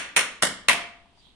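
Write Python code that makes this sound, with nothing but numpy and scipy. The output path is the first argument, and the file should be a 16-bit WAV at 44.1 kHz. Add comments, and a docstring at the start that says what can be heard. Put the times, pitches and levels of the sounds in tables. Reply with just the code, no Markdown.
"""Over quiet room noise a dancer in tap shoes steps evenly on a wooden board on the stone floor of a bare room.
The scene opens inside the first step. Each step is a light touch, the blow of the metal tap and a second
contact as the shoe settles: shaped noise for contacts and walls, damped modes for board and tap.
The last step leaves a thin ring; faint board ticks follow, then a light brush, a tiny squeak
and a soft swish, made of noise in smooth swells."""
import sys
import numpy as np
from scipy import signal
from scipy.fft import rfft, irfft, next_fast_len
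from scipy.io import wavfile
from scipy.ndimage import map_coordinates

SR = 44100
rng = np.random.default_rng(int(sys.argv[2]) if len(sys.argv) > 2 else 0)


def store_wav(level_fs):
    """Save 16-bit WAV to argv[1]."""
    pcm = np.round(np.clip(np.atleast_2d(level_fs), -1, 1) * 32767)
    wavfile.write(sys.argv[1], SR, pcm.T.astype(np.int16))


N = 59535

TOUCH_S = 0.0025  # the light touch comes this long before the blow
BLOW_RISE_S = 0.001  # also the attack of the tap's ring and of the ticks
ROOM_RISE_S = 0.0083  # shared by the early scatter and the reverberation


def amp(db):
    """Decibels to gain."""
    return 10 ** (np.asarray(db) / 20)


def along(points, hz):
    """Interpolate (frequency, value) points on a log-frequency axis."""
    f, values = np.transpose(points)
    return np.interp(np.log(hz + 1), np.log(f + 1), values)


def filtered(x, response):
    """Multiply the spectrum of x by a response of frequency, padded against wrap-around."""
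    n = x.shape[-1]
    size = next_fast_len(n + SR // 4)
    spectrum = rfft(x, size) * response(np.fft.rfftfreq(size, 1 / SR))
    return irfft(spectrum, size)[..., :n]


def coloured(x, colour_db, size=8192):
    """Filter x causally (minimum phase, by folding the cepstrum) to the given dB per frequency."""
    gain = amp(colour_db(np.fft.rfftfreq(size, 1 / SR)))
    cepstrum = irfft(np.log(gain))
    cepstrum[1:size // 2] *= 2
    cepstrum[size // 2 + 1:] = 0
    impulse = irfft(np.exp(rfft(cepstrum)))
    return signal.fftconvolve(x, impulse[None], axes=1)[:, :x.shape[1]]


def pair():
    """White stereo noise whose left-right likeness varies with frequency, from mid and side noise."""
    # (frequency [Hz], left-right correlation [-1 to 1])
    alike = [(60, 0.49), (250, .85), (500, 1), (1000, 0.49), (2000, .25), (4000, 0), (12000, 0.046)]

    def mid_side_gains(hz):
        angle = np.arccos(np.clip(along(alike, hz), -1, 1)) / 2
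        return np.array([np.cos(angle), np.sin(angle)])
    mid, side = filtered(rng.standard_normal((2, N)), mid_side_gains)
    return np.array([mid + side, mid - side])


def rush(spectrum):
    """Steady stereo noise coloured by (frequency [Hz], relative level [dB]), scaled to rms 1."""
    x = filtered(pair(), lambda hz: amp(along(spectrum, hz)))
    return x / x.std()


def fade(t, t60):
    """An exponential decay of 60 dB in t60."""
    return np.exp(-np.log(1000) * t / t60)


def burst(t, rise, t60):
    """An envelope of energy 1 that rises from t = 0 and dies away."""
    t = np.maximum(t, 0)
    shape = (1 - np.exp(-t / rise)) * fade(t, t60)
    return shape / (np.linalg.norm(shape) + 1e-12)


def swell(s, width_s, db):
    """A bell-shaped envelope centred on s, with its peak gain in dB."""
    t = np.arange(N) / SR
    return amp(db) * np.exp(-((t - s) / width_s) ** 2 / 2)


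def add(out, x, s):
    """Mix x into out from time s, which may lie before the start."""
    k = round(s * SR)
    x = x[:, max(-k, 0):N - max(k, 0)]
    out[:, max(k, 0):max(k, 0) + x.shape[1]] += x


def ring(modes, t, attack, spread):
    """Damped modes of slightly random level; spread scatters left-right phase [radians]."""
    t = np.maximum(t, 0)
    out = np.zeros((2, N))
    for hz, db, t60 in modes:
        phase = rng.uniform(0, 2 * np.pi) + spread * rng.standard_normal((2, 1))
        gain = amp(db + rng.standard_normal())
        out += gain * fade(t, t60) * np.sin(2 * np.pi * hz * t + phase)
    return out * (1 - np.exp(-t / attack))


def room_noise():
    """Steady, quiet noise of the room."""
    # (frequency [Hz], relative level [dB])
    floor = [(25, -1.5), (70, -5), (130, -12.5), (250, -7), (450, -19.5), (1000, -17.5), (1500, -25),
             (3300, -17.5), (6200, -35), (9500, -32), (11500, -55), (16000, -64.5)]
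    return amp(-61) * rush(floor)


def room_tail(t):
    """The bare room's reverberation: noise whose bands decay separately, treble first."""
    # (frequency [Hz], t60 [s])
    room = [(60, 1), (250, 0.57), (700, 0.47), (1300, 0.5), (2050, 0.49), (3000, 0.47), (4500, 0.44),
            (8000, 0.36), (14000, 0.2)]
    hz, s, bands = signal.stft(pair(), SR, nperseg=256)
    decaying = bands * fade(s, along(room, hz)[:, None])
    tail = signal.istft(decaying, SR, nperseg=256)[1][:, :N]
    tail = tail * (1 - np.exp(-np.maximum(t, 0) / ROOM_RISE_S))
    return tail / np.sqrt(np.sum(tail ** 2) / 2)  # mean energy of 1 per channel


def crack(t, touch_db, blow_db, second_s, second_db):
    """Noise bursts of the three contacts, first walls, early scatter and reverberation, in the tap's colour."""
    # first walls: (delay after the blow [s], level [dB])
    walls = [(.0045, -8), (0.01, -9.5), (0.013, -7.5), (.028, -9.5), (0.046, -12.5)]
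    # colour of a tap on the board: (frequency [Hz], relative level [dB])
    tap = [(30, -38.5), (70, -16), (115, -24), (190, -12.5), (400, -11.5), (620, -5), (790, -8.5),
           (970, -3.5), (1250, -4.5), (1800, -1), (2700, -2), (4200, -10.5), (7500, -15), (9100, -10.5),
           (10700, -15.5), (11500, -25), (14500, -28), (16000, -48.5)]
    tap_db, contact_db, scatter_db, tail_db = 21, -5, -2.5, -3
    blow_t60_s, scatter_t60_s = 0.012, 0.19
    contacts = [(-TOUCH_S, contact_db + touch_db), (0, contact_db + blow_db),
                (second_s, contact_db + second_db)]
    # unrelated arrivals add in power
    power = sum((amp(db) * burst(t - s, BLOW_RISE_S, blow_t60_s)) ** 2 for s, db in contacts + walls)
    # early scatter off floor and corner
    power = power + (amp(scatter_db) * burst(t, ROOM_RISE_S, scatter_t60_s)) ** 2
    noise = np.sqrt(power) * pair() + amp(tail_db) * room_tail(t)
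    return coloured(noise, lambda hz: tap_db + along(tap, hz))


def board_ring(t):
    """The wooden board rings in slowly rising damped modes."""
    # (frequency [Hz], level [dB], t60 [s])
    board = [(78, -56, .2), (163.5, -50, .3), (188.7, -48, .6), (258.3, -41, .4), (503, -43, .25),
             (567, -42.5, .4), (925, -31, .14), (987, -31, 0.14), (1184, -42.5, 0.59), (1436, -38.5, 0.45),
             (1523, -36, .22)]
    return ring(board, t, attack=0.006, spread=0.25)


def plate_ring(t):
    """The metal tap rings in short, bright damped modes."""
    # (frequency [Hz], level [dB], t60 [s])
    plate = [(1790, -33, .22), (1930, -27.5, 0.22), (2167, -26, .25), (2750, -34.5, .16),
             (6080, -43.5, .12), (8900, -30.5, .12), (9160, -34.5, 0.11)]
    return ring(plate, t, BLOW_RISE_S, spread=1.6)


def snap(t):
    """The hard clack of the blow itself: modes that die within milliseconds."""
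    # (frequency [Hz], level [dB], t60 [s])
    snap_modes = [(2316, -11, 0.013), (4270, -19, 0.0064)]
    return ring(snap_modes, t, BLOW_RISE_S, spread=0.4)


def hollow_knock(t):
    """The board's hollow knock, one damped mode just after the blow."""
    # (frequency [Hz], level [dB], t60 [s])
    knock_mode = [(984, -20, .05)]
    delay_s = 0.012
    return ring(knock_mode, t - delay_s, attack=0.0018, spread=0.8)


def ripple(hz):
    """A random unevenness of each step's spectrum: peaks and dips in dB, deepest in the treble."""
    scale_db, width_hz, from_hz = 2.6, 130, 3000
    knots = rng.standard_normal(int(SR / 2 / width_hz) + 4)
    return scale_db * hz / (hz + from_hz) * map_coordinates(knots, [hz / width_hz])


def landing_colour(hz, range_dbs, hollow_hzs, hollow_db):
    """How the shoe lands decides which ranges stand out and which are hollow, in dB; a ripple is added."""
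    # thud, knock, clack, click: (centre [Hz], width [octaves])
    ranges = [(130, 1.8), (1000, 0.32), (2250, 0.28), (7360, 0.6)]
    hollow_width_hz = 250
    humps = sum(db * np.exp(-(np.log2((hz + 1) / centre) / width) ** 2)
                for db, (centre, width) in zip(range_dbs, ranges))
    hollows = sum(np.exp(-((hz - centre) / hollow_width_hz) ** 2) for centre in hollow_hzs)
    return humps - hollow_db * hollows + ripple(hz)


def step(thud_db, knock_db, clack_db, click_db, board_db, touch_db, blow_db, second_s, second_db,
         low_hollow_hz, high_hollow_hz, hollow_db):
    """One step: contacts and their echoes, ringing board and tap, snap and knock, in the landing's colour."""
    t = np.arange(N) / SR - TOUCH_S  # zero at the blow
    sound = crack(t, touch_db, blow_db, second_s, second_db)
    sound = sound + amp(board_db) * board_ring(t) + plate_ring(t)
    sound = sound + amp(blow_db) * snap(t) + amp(knock_db) * hollow_knock(t)
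    range_dbs = (thud_db, knock_db, clack_db, click_db)
    hollow_hzs = (low_hollow_hz, high_hollow_hz)
    return coloured(sound, lambda hz: landing_colour(hz, range_dbs, hollow_hzs, hollow_db))


def bass_lag(hz):
    """Slow bending waves bring the bass late: a phase turn that delays only the low tones."""
    lowest_delay_s, below_hz = 0.007, 170
    return np.exp(-2j * np.pi * lowest_delay_s * below_hz * np.tanh(hz / below_hz))


def dancer():
    """All the steps, each placed by the time of its blow, with their lagging bass."""
    # (blow time [s], level [dB], thud [dB], knock [dB], clack [dB], click [dB], board ring [dB],
    #  touch [dB], blow [dB], second contact after the blow [s], second contact [dB],
    #  lower hollow [Hz], upper hollow [Hz], hollow depth [dB])
    steps = [(-.097, 1.5, -4, -2.5, 1.5, 4, 3.5, -17, 1, .006, -3, 4980, 7800, 10),
             (0.1635, 0, -5.5, -1, 2, 4.5, 3, -21.5, 2.5, 0.0052, 1.5, 4775, 7570, 7),
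             (0.424, -2.5, 5.5, -3, 0.5, 6.5, 4, -7, 3.5, .0085, 2.5, 2506, 6150, 13.5),
             (0.6849, 1, -1.5, 3, 3, 0, 2.5, -16, 5, 0.0086, 0, 1434, 7780, 2.5)]
    out = np.zeros((2, N))
    for s, db, *manner in steps:
        add(out, amp(db) * filtered(step(*manner), bass_lag), s - TOUCH_S)
    return out


def after_ring():
    """The thin ring left by the last step: close damped modes that beat together."""
    # (frequency [Hz], level [dB], t60 [s])
    after_modes = [(664, -39, .42), (687, -36, .74), (707, -38.5, .52), (747, -44, .7)]
    start_s = 0.70
    return ring(after_modes, np.arange(N) / SR - start_s, attack=0.021, spread=0.49)


def settling():
    """Faint dull ticks as weight settles on the board: decaying bursts of one dark noise."""
    # (time [s], level [dB])
    ticks = [(1.056, -59.5), (1.128, -60), (1.174, -58), (1.222, -66.5), (1.266, -60.5)]
    # (frequency [Hz], relative level [dB])
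    tick_colour = [(100, -9), (200, -7), (450, -14), (750, -5), (1000, -1), (1400, -17), (4000, -30),
                   (12000, -44.5)]
    t60_s = 0.059
    envelope = np.zeros(N)
    for s, db in ticks:
        since = np.maximum(np.arange(N) / SR - s, 0)
        envelope += amp(db) * (1 - np.exp(-since / BLOW_RISE_S)) * fade(since, t60_s)
    return rush(tick_colour) * envelope


def brush():
    """A leg shifts: a light swell of friction noise leads into the swish."""
    # (frequency [Hz], relative level [dB])
    brush_colour = [(1500, -20.5), (3000, -3.5), (4600, 7), (6200, -3), (9500, -7), (11500, -31)]
    return swell(s=1.205, width_s=0.042, db=-68) * rush(brush_colour)


def squeak():
    """One tiny squeak of the shifting leg: a brief swell of narrow-band noise."""
    centre_hz, width_hz = 4680, 130
    noise = filtered(pair(), lambda hz: np.exp(-((hz - centre_hz) / width_hz) ** 2))
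    return swell(s=1.197, width_s=0.012, db=-62) * noise / noise.std()


def swish():
    """The leg's soft swish: a bell-shaped swell of friction noise."""
    # (frequency [Hz], relative level [dB])
    swish_colour = [(800, -27.5), (2400, -16.5), (3300, 6), (4000, 3), (5500, -19.5), (9500, -19.5),
                    (11500, -34.5)]
    return swell(s=1.27, width_s=0.043, db=-60) * rush(swish_colour)


def scene():
    """All the sounds over the room noise, with a left-right balance that varies with frequency."""
    # (frequency [Hz], left minus right [dB])
    balance = [(60, 3), (250, 5.5), (600, 2.5), (2000, 3.5), (3200, -6.5), (6000, 2), (9100, -5.5),
               (12000, 2.5)]
    sound = room_noise() + dancer() + after_ring() + settling() + brush() + squeak() + swish()
    half_each = np.array([[0.5], [-0.5]])
    return filtered(sound, lambda hz: amp(half_each * along(balance, hz)))


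def record(dry):
    """A soft limiter rounds off the highest peaks, then a steep low-pass sets the band limit."""
    ceiling, top_hz = 0.82, 16100  # ceiling in full scale
    rounded = dry / (1 + np.abs(dry / ceiling) ** 8) ** (1 / 8)
    return filtered(rounded, lambda hz: 1 / (1 + (hz / top_hz) ** 120))


dry = scene()
out = record(dry)
store_wav(out)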